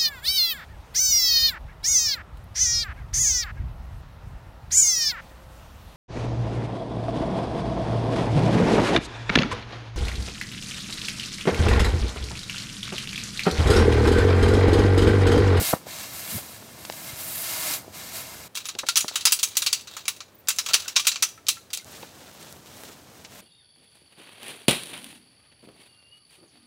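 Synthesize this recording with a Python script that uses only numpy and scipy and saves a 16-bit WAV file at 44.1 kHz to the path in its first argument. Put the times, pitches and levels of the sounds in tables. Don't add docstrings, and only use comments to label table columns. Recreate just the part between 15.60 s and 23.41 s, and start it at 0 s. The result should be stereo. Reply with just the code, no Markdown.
import sys
import numpy as np
from scipy import signal
from scipy.fft import rfft, irfft, next_fast_len
from scipy.io import wavfile
from scipy.ndimage import uniform_filter1d

SR = 44100
rng = np.random.default_rng(int(sys.argv[2]) if len(sys.argv) > 2 else 0)


def materialize(psi):
    bounded = np.clip(np.atleast_2d(psi).T, -1, 1)
    quanta = np.round(bounded * 32767).astype(np.int16)
    wavfile.write(sys.argv[1], SR, quanta)


N = 344411

OPEN_FROM_S, OPEN_TO_S = 2.88, 6.25
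# (start [s], length [s], level [dB], swell over the move [dB])
MOVES = [(2.97, 0.035, -41, -4), (3.479, 0.7, -47.5, -0.5), (4.279, 0.13, -47, -0.5),
         (5.053, 0.043, -35, 1), (5.132, 0.19, -46, -4)]
TOUCH_HOLLOW_DB, TOUCH_CHATTER_S = 5.5, 0.0026


def amp(db):
    return 10 ** (np.asarray(db) / 20)


def unit(x):
    return x / np.sqrt(np.mean(x ** 2) + 1e-20)


def add(mix, start_s, sound):
    part = mix[max(round(start_s * SR), 0):][:len(sound)]
    part += sound[:len(part)]


def during(from_s, to_s):
    t = np.arange(N) / SR
    return uniform_filter1d(1. * ((t >= from_s) & (t <= to_s)), size=300)


def colour(x, points):
    size = next_fast_len(len(x) + 2048)
    hz, db = np.transpose(points)
    bin_hz = np.fft.rfftfreq(size, 1 / SR)
    gain = amp(np.interp(np.log(bin_hz + 1), np.log(hz), db))
    return irfft(rfft(x, size) * gain, size)[:len(x)]


def band(x, low_hz, high_hz, order=2):
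    edges_hz = np.clip([low_hz, max(high_hz, low_hz + 10)], 10, SR / 2 - 100)
    return signal.sosfilt(signal.butter(order, edges_hz, "band", fs=SR, output="sos"), x)


def thirds(x):
    body = colour(x, [(1600, 0), (2400, -12), (4000, -60)])
    treble = colour(x, [(4500, -60), (7000, -12), (9500, 0)])
    return body, x - body - treble, treble


def slips(per_s, spread_db):
    size = amp(spread_db * np.minimum(rng.exponential(1, N), 6))
    happens = rng.random(N) < per_s / SR
    return unit(size * rng.standard_normal(N) * happens)


def waver(depth_db, size):
    smooth = uniform_filter1d(uniform_filter1d(rng.standard_normal(N), size), size)
    return amp(depth_db * unit(smooth))


def stroke(start_s, length_s, db, swell_db, rise_s, stop_db_per_s):
    t = np.arange(max(-start_s, 0), length_s + .5, 1 / SR)
    attack = np.sin(np.pi / 2 * np.clip(t / rise_s, 0, 1)) ** 2
    hold_db = db + swell_db * (np.clip(t / length_s, 0, 1) - .5)
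    stop_db = stop_db_per_s * np.maximum(t - length_s, 0)
    power = np.zeros(N)
    add(power, start_s, attack * amp(hold_db - stop_db) ** 2)
    return power


def strokes(rows, rise_s, stop_db_per_s):
    middle, treble = np.zeros(N), np.zeros(N)
    for *shape, treble_db in rows:
        power = stroke(*shape, rise_s, stop_db_per_s)
        middle += power
        treble += power * amp(treble_db) ** 2
    return middle, treble


def swells(rows, width):
    out = np.zeros(N)
    for s, db, hz, length_s in rows:
        tone = band(rng.standard_normal(SR), hz / (1 + width), hz * (1 + width))
        tone = tone[-int(length_s * SR):]
        add(out, s, amp(db) * unit(tone * np.hanning(len(tone))))
    return out


def stuffing(rest_db=-60):
    # (start [s], length [s], level [dB], swell over the push [dB], treble [dB re middle])
    pushes = [(-0.04, 0.15, -31.5, 1.5, 3.5), (0.255, 0.19, -40.5, 3.5, -2), (0.44, 0.098, -44.5, -1, 1),
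              (0.52, 0.16, -41.5, 0, 3.2), (0.67, 0.11, -38.5, 1.5, 5), (0.8, 0.16, -48, -4.5, 2.5),
              (1.17, 0.33, -47, 10.5, 2.5), (1.48, 0.13, -44, 2, 0), (1.56, 0.26, -41.5, 5, 7.5),
              (1.81, 0.34, -34.5, 4, 2.5), (2.32, 0.23, -43, -0.5, -1), (2.52, 0.085, -38.5, -0.5, 2.5),
              (2.6, 0.26, -46, -2.5, -0.5)]
    # (frequency [Hz], gain [dB])
    nylon = [(180, -44), (300, -4.5), (432, -18), (622, -2.5), (972, -4.5), (1150, -7), (1290, -2.5),
             (1600, -5.5), (2120, 0), (3480, -0.5), (3910, 2), (5440, 0), (13800, 5), (15700, -0.5)]
    rise_s, stop_db_per_s = 0.047, 298
    middle_power, treble_power = strokes(pushes, rise_s, stop_db_per_s)
    loft = stroke(0.91, 0.3, -52.5, 0, rise_s, stop_db_per_s)
    loft += amp(rest_db) ** 2
    body_at_ref_db, body_slope, ref_db = -45.5, 0.85, -40
    push_db = 10 * np.log10(middle_power + loft)
    body_db = body_at_ref_db + body_slope * (push_db - ref_db)

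    creases = slips(per_s=2500, spread_db=3.2)
    weave = rng.standard_normal(N) + amp(-8) * creases
    parts = thirds(tent(colour(weave, nylon)))
    body, middle, treble = (unit(part * waver(depth_db=0.6, size=400)) for part in parts)
    hiss = amp(body_db) * body
    hiss += np.sqrt(middle_power + loft) * middle
    hiss += np.sqrt(treble_power + loft) * treble
    return hiss * during(0, OPEN_FROM_S)


def tent(x, bounce_db=-13):
    taps = np.zeros(SR // 50)
    delays = rng.integers(SR // 800, SR // 100, size=5)
    taps[delays] = amp(bounce_db) * rng.choice([-1, 1], size=5)
    taps[0] = 1
    return signal.oaconvolve(x, taps / np.linalg.norm(taps))[:N]


def snaps():
    # (time [s], pulse peak [dB], centre [Hz], flutter decay [s], flutter level [dB re pulse])
    snap_rows = [(0.012, -19.5, 197, 0.0085, -2.5), (0.130, -19, 537, 0.011, 0),
                 (0.1362, -6.5, 640, 0.004, -12.5), (0.139, -13.3, 172, 0.0092, -22),
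                 (0.165, -28, 600, .004, -7), (0.269, -29, 484, 0.0066, -7),
                 (0.406, -26, 5000, 0.00089, -15), (0.782, -31.5, 453, .004, -6),
                 (1.251, -27, 4200, 0.0043, -4.5), (1.251, -29.5, 1000, .004, -23),
                 (1.3, -20, 640, 0.0035, -15), (1.2993, -19, 2710, 0.0011, -5),
                 (1.324, -28, 3500, .003, -0.5), (2.247, -34, 680, .004, -22), (2.281, -31, 435, .004, -6),
                 (2.669, -29, 6300, 0.0017, -14), (3.153, -34.5, 382, 0.0097, -2),
                 (3.1515, -26, 2470, 0.0028, -6.5), (3.234, -27.5, 828.5, 0.0054, -3),
                 (3.236, -33, 340, 0.0092, 0.5), (3.446, -20, 834, 0.0027, -16.5),
                 (3.447, -26.5, 290, 0.011, -12), (3.513, -33, 700, 0.003, -0.5),
                 (6.428, -36.5, 1970, 0.0076, -3.5), (6.431, -32, 400, .006, -3),
                 (6.828, -31.5, 4100, 0.0044, -8), (6.926, -26.5, 6200, 0.0012, -9),
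                 (7.648, -32, 3160, 0.0097, -6.5), (7.758, -39, 1500, 0.0018, -6)]
    out, t = np.zeros(N), np.arange(-SR // 200, SR // 10) / SR
    for s, db, hz, flutter_s, flutter_db in snap_rows:
        u = (np.pi * hz * t) ** 2
        pulse = (2 * u - 1) * np.exp(-u)
        flutter = unit(band(rng.standard_normal(len(t)), hz * 0.57, hz * 2.18, order=3))
        flutter *= (t > 0) * (1 - np.exp(-u)) * np.exp(-abs(t) / flutter_s)
        add(out, s + t[0], amp(db) * (pulse + amp(flutter_db) * flutter))
    return out


def folds(sack_db=-59, pad_db=-63):
    puffs = unit(band(slips(per_s=110, spread_db=1.2), 250, 1200))
    level = amp(sack_db) * during(0, OPEN_FROM_S) + amp(pad_db) * during(OPEN_TO_S, N / SR)
    return puffs * level


def bumps():
    # (time [s], rms level [dB], centre [Hz], length [s])
    bump_rows = [(0.712, -36.5, 140, .085), (1.52, -43.5, 114, 0.03)]
    return swells(bump_rows, width=0.37)


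def chair():
    # (time [s], level [dB], hollowness [dB], brightness [dB], chatter [s],
    # strongest ring [Hz], first graze before the blow [s], rebound after it [s]); 0 = none
    clacks = [(2.9531, -31.5, -1, 6, 0.013, 3470, 0.0058, 0),
              (2.9723, -30, 4, 3.5, 0.0032, 3880, 0.00087, 0),
              (3.0552, -32.5, 3, -3, 0.0023, 10500, 0.0067, 0),
              (3.0871, -32, 3.5, 1, 0.0058, 3900, 0, 0.0018),
              (3.1878, -28, 2, 0, 0.0021, 3930, 0.003, 0.00064),
              (3.2869, -19, 0.5, 0.5, 0.0026, 4470, 0.021, 0),
              (3.3576, -19.5, -1, 0, 0.018, 5800, 0, 0.00052),
              (3.37, -19.5, -1, 6.5, 0.0054, 9800, 0.0048, 0.00084),
              (3.406, -26, -4, 7, 0.0022, 6850, 0.012, 0.0024),
              (3.481, -27.5, 3, -1, 0.002, 4370, 0.001, 0), (3.5565, -22, 4, 3, 0.0074, 2940, 0, 0),
              (3.609, -34, -9, 3, 0.0047, 3930, 0, 0.00065), (3.6534, -14, 2.5, 6, 0.0064, 4920, 0, 0.017),
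              (3.7218, -18, 0, 12, 0.0055, 4800, 0.013, 0),
              (3.79, -31.5, -3, 1, 0.0095, 4410, 0.013, 0.00048), (3.83, -19, -2, 8, 0.0082, 6400, 0, 0),
              (3.9693, -21, -6, 10, 0.005, 15200, 0.016, 0.0015),
              (4.0209, -24, 1.5, 4.5, 0.0067, 3860, 0.013, 0),
              (4.0636, -20, -3, 1, 0.0083, 4533, 0.0018, 0), (4.0703, -21.5, -1, -7, 0.0011, 4200, 0, 0),
              (4.1285, -19, -4.5, 3, 0.0023, 4600, 0, 0.00019), (4.2728, -40, 1, -5, 0.00081, 4010, 0, 0),
              (4.367, -36.5, 10, 2.5, 0.0032, 6996, 0.00084, 0),
              (4.4805, -22, 2.5, 3.5, 0.0023, 15120, 0.026, 0), (4.6048, -36, 7.5, -8, 0.0021, 4160, 0, 0),
              (4.8853, -21.5, 1.5, 8.5, 0.0032, 7346, 0.012, 0.018),
              (4.986, -20.5, 4, 1.5, 0.0039, 5235, 0, 0),
              (5.062, -30.5, 5, 1, 0.0022, 3384, 0.0072, 0.0022),
              (5.0874, -29.5, 3, -4, 0.00098, 3130, 0.0075, 0),
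              (5.1348, -19, 1, 2, 0.015, 4460, 0.00025, 0.0005),
              (5.1406, -15, 2.5, 2, 0.00344, 3065, 0.00089, 0), (5.2799, -28, 3, 1.5, 0.0037, 5600, 0, 0),
              (5.363, -13.5, 0, -6.5, 0.0083, 5660, 0.0055, 0),
              (5.3953, -25.5, -10, 1, 0.0074, 3270, 0.0018, 0.0015),
              (5.4693, -16.3, -0.5, 5.5, 0.0066, 7440, 0.017, 0.01),
              (5.5169, -27.5, 0.5, -7, 0.00081, 4280, 0, 0.002),
              (5.558, -28.5, 4, -16, 0.0023, 2562, 0.00038, 0),
              (5.6242, -17.5, 2, 4, 0.0046, 5900, 0, 0.0084),
              (5.868, -33.5, -1, -6, 0.00054, 4650, 0.0024, 0),
              (5.885, -18.5, -4, 5.5, 0.0079, 4040, 0, 0.00019),
              (6.132, -27.5, -4.5, 6.5, 0.0064, 3740, 0.028, 0), (6.1725, -34, -7, 1, 0.00095, 4330, 0, 0)]
    # (time [s], level [dB])
    cracks = [(3.189, -19), (3.969, -24), (4.130, -6.5), (4.885, -10), (4.892, -2), (6.150, -16),
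              (6.175, -10), (6.246, -25)]
    # (time [s], level [dB], frequency [Hz])
    pings = [(3.287, -20.5, 1385), (5.108, -31, 1345), (5.258, -36.5, 1466), (5.3628, -24, 1064),
             (5.395, -29, 1170), (5.776, -41, 1325), (5.969, -37, 1350), (6.197, -42, 2120),
             (6.222, -50, 1490)]
    graze_db, graze_bright_db, graze_hz = -17, -1, 4700
    rebound_db, rebound_dull_db, rebound_chatter_s = -3.5, -9.5, 0.004
    out, t = np.zeros(N), np.arange(SR // 200) / SR
    for s, db, hollow_db, bright_db, chatter_s, ring_hz, graze_s, rebound_s in clacks:
        add(out, s, clack(db, hollow_db, bright_db, chatter_s, ring_hz))
        if graze_s:
            graze = clack(db + graze_db, TOUCH_HOLLOW_DB, graze_bright_db, TOUCH_CHATTER_S, graze_hz)
            add(out, s - graze_s, graze)
        if rebound_s:
            dulled_db = bright_db + rebound_dull_db
            rebound = clack(db + rebound_db, hollow_db, dulled_db, rebound_chatter_s, ring_hz)
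            add(out, s + rebound_s, rebound)
    for s, db in cracks:
        add(out, s, amp(db) * np.cos(2 * np.pi * 7000 * t) * np.exp(-t / .00015))
    for s, db, hz in pings:
        add(out, s, ping(db, hz))
    return band(out + rattle(), 456, 21950, order=3)


def clack(db, hollow_db, bright_db, chatter_s, ring_hz,
          ring_t60=0.094, crack_db=3, tail_db=-21, tail_t60=0.38, settle_db=-17):
    t = np.arange(SR * 2 // 5) / SR
    contacts = np.zeros(len(t))
    contacts[0] = 1
    for k, (when, force, later) in enumerate(rng.random(size=(3, 3))):
        chatter_at_s = (k + when) / 3 * chatter_s
        contacts[1 + int(chatter_at_s * SR)] += .6 + .4 * force
        settle_at_s = .012 + .08 * later
        contacts[int(settle_at_s * SR)] += amp(settle_db) * force
    crack = amp(crack_db) * np.exp(-t / .0005)
    ring = amp(-60 * t / ring_t60)
    returns = amp(tail_db - 60 * t / tail_t60)
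    one_contact = (crack + ring) ** 2 + returns ** 2
    energy = abs(signal.fftconvolve(contacts ** 2, one_contact)[:len(t)])
    body, middle, treble = thirds(tube_ring(ring_hz, size=len(t)) * np.sqrt(energy))
    sound = amp(hollow_db) * body + middle + amp(bright_db) * treble
    return amp(db) * sound / np.std(middle[:SR // 110])


def tube_ring(ring_hz, size, ring_db=8.0, ring_width_hz=280):
    # (centre [Hz], width [Hz], mean level [dB above the weaker modes])
    tube_modes = [(420, 23, -3), (1330, 120, -1.5), (2376, 114, 3.5), (2700, 320, 3), (3220, 116, 4),
                  (3875, 420, 3.5), (4530, 120, 1), (5600, 160, -10), (6024, 160, 4.5), (6800, 380, 2),
                  (7940, 240, 0), (9560, 180, 2), (10220, 320, 5), (12620, 760, 2), (14440, 470, 2.5)]
    # (frequency [Hz], gain [dB])
    frame = [(100, -52), (280, -35), (420, -16), (700, -21), (1200, -4.5), (1700, -7.5), (2700, -1.5),
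             (4000, 0), (6000, 2), (8000, -3), (9800, -7.5), (11200, -13), (12600, -12.5), (14000, -15),
             (15500, -11.5)]
    hz = np.fft.rfftfreq(size, 1 / SR)
    centre_hz, width_hz, db = np.transpose(tube_modes)
    db = db + 3.5 * rng.standard_normal(len(db))
    centre_hz = centre_hz * (1 + .012 * rng.standard_normal(len(db)))
    detune = 2 * (hz - centre_hz[:, None]) / width_hz[:, None]
    power = 1 + amp(db) ** 2 @ (1 / (1 + detune ** 2)) ** 2
    power += amp(ring_db) ** 2 / (1 + (2 * (hz - ring_hz) / ring_width_hz) ** 2)
    modes = np.sqrt(power) * np.exp(2j * np.pi * rng.random(len(hz)))
    return unit(colour(irfft(modes, size), frame))


def ping(db, hz, t60=0.071):
    t = np.arange(SR // 6) / SR
    scuff = unit(band(rng.standard_normal(len(t)), hz, hz * 1.8, order=1))
    air = np.sin(2 * np.pi * hz * t) + .45 * scuff
    return air * (1 - np.exp(-t / 0.00087)) * amp(db - 60 * t / t60)


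def rattle():
    gap_s, ring_hz = 0.045, 3950
    level_db, spread_db, bright_db = 1.5, 4, -5.5
    out = np.zeros(N)
    for start_s, length_s, move_db, _ in MOVES:
        for s in np.arange(start_s, start_s + length_s - gap_s / 2, gap_s):
            late, force = rng.random(), rng.uniform(-1, 1)
            touch_db = move_db + level_db + spread_db * force
            touch = clack(touch_db, TOUCH_HOLLOW_DB, bright_db, TOUCH_CHATTER_S, ring_hz)
            add(out, s + late * gap_s, touch)
    return out


def scrape(rest_db=-72):
    # (frequency [Hz], gain [dB])
    sliding_tubes = [(300, -7), (1000, 1), (2200, -3.5), (3900, 8.5), (5500, -5), (7500, -1.5),
                     (11000, -14), (15500, -4.5)]
    power = amp(rest_db) ** 2
    power = power + sum(stroke(*move, rise_s=0.055, stop_db_per_s=207) for move in MOVES)
    grain = slips(per_s=9000, spread_db=1.5) * waver(depth_db=3, size=400)
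    return np.sqrt(power) * unit(colour(grain, sliding_tubes)) * during(OPEN_FROM_S, OPEN_TO_S)


def squeaks():
    # (time [s], rms level [dB], centre [Hz], length [s])
    squeak_rows = [(3.055, -45.5, 10360, 0.045), (3.055, -51, 12100, .04), (4.74, -55.5, 14900, 0.029),
                   (4.775, -58, 14600, .05)]
    return swells(squeak_rows, width=0.01)


def pressing():
    # (start [s], length [s], level [dB], swell over the press [dB], treble [dB re middle])
    presses = [(6.25, 0.18, -49.5, 1, -2), (6.52, 0.25, -54, -2, -4), (6.78, 0.15, -51, -2.5, -2),
               (7.04, 0.25, -52.5, 6, -1), (7.48, 0.14, -58, -3, -3), (7.69, 0.11, -51.5, 3, 0)]
    # (frequency [Hz], gain [dB])
    pad = [(120, -27), (200, -4), (386, -1), (718, -3), (1110, -7.5), (1200, -5), (2110, -7), (3710, -4.5),
           (5060, -7.5), (5450, -6), (15700, -8.5)]
    rest_db, body_db = -60, -0.5
    middle_power, treble_power = strokes(presses, rise_s=0.044, stop_db_per_s=128)
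    rest = amp(rest_db) ** 2
    creases = slips(per_s=1200, spread_db=2.8)
    parts = thirds(colour(rng.standard_normal(N) + amp(-4.5) * creases, pad))
    body, middle, treble = (unit(part * waver(depth_db=1.55, size=600)) for part in parts)
    rub = np.sqrt(middle_power + rest) * (middle + amp(body_db) * body)
    rub += np.sqrt(treble_power + rest / 2) * treble
    return rub * during(OPEN_TO_S, N / SR)


def stream():
    # (frequency [Hz], gain [dB])
    near_spectrum = [(25, -43), (50, -5.5), (90, 6), (160, 5.5), (300, 0), (430, -3.5), (650, -2),
                     (1000, -8.5), (2000, -15.5), (5000, -14.5), (15000, -22)]
    # (frequency [Hz], gain [dB])
    open_spectrum = [(25, -32), (50, -8.5), (90, 10), (160, 2.5), (300, 3), (600, 1), (1200, -5.5),
                     (2500, -10), (6000, -16.5), (15000, -19)]
    sack_db, open_db, pad_db = -48.5, -56, -52
    at_door = amp(sack_db) * during(0, OPEN_FROM_S) + amp(pad_db) * during(OPEN_TO_S, N / SR)
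    in_open = amp(open_db) * during(OPEN_FROM_S, OPEN_TO_S)
    near = at_door * unit(colour(rng.standard_normal(N), near_spectrum))
    return near + in_open * unit(colour(rng.standard_normal(N), open_spectrum))


def scene():
    cloth = stuffing() + snaps() + folds() + bumps() + pressing()
    mono = cloth + chair() + scrape() + squeaks() + stream()
    return np.array([mono, mono])


def record(dry):
    edge_hz = 15850
    rounded = dry / (1 + (dry / .8) ** 8) ** (1 / 8)
    thinned = np.array([colour(side, [(20, -10), (40, -4), (70, 0)]) for side in rounded])
    lowpass = signal.firwin(401, edge_hz, window=("kaiser", 8), fs=SR)
    return signal.oaconvolve(thinned, lowpass[None], "same")


dry = scene()
out = record(dry)
materialize(out)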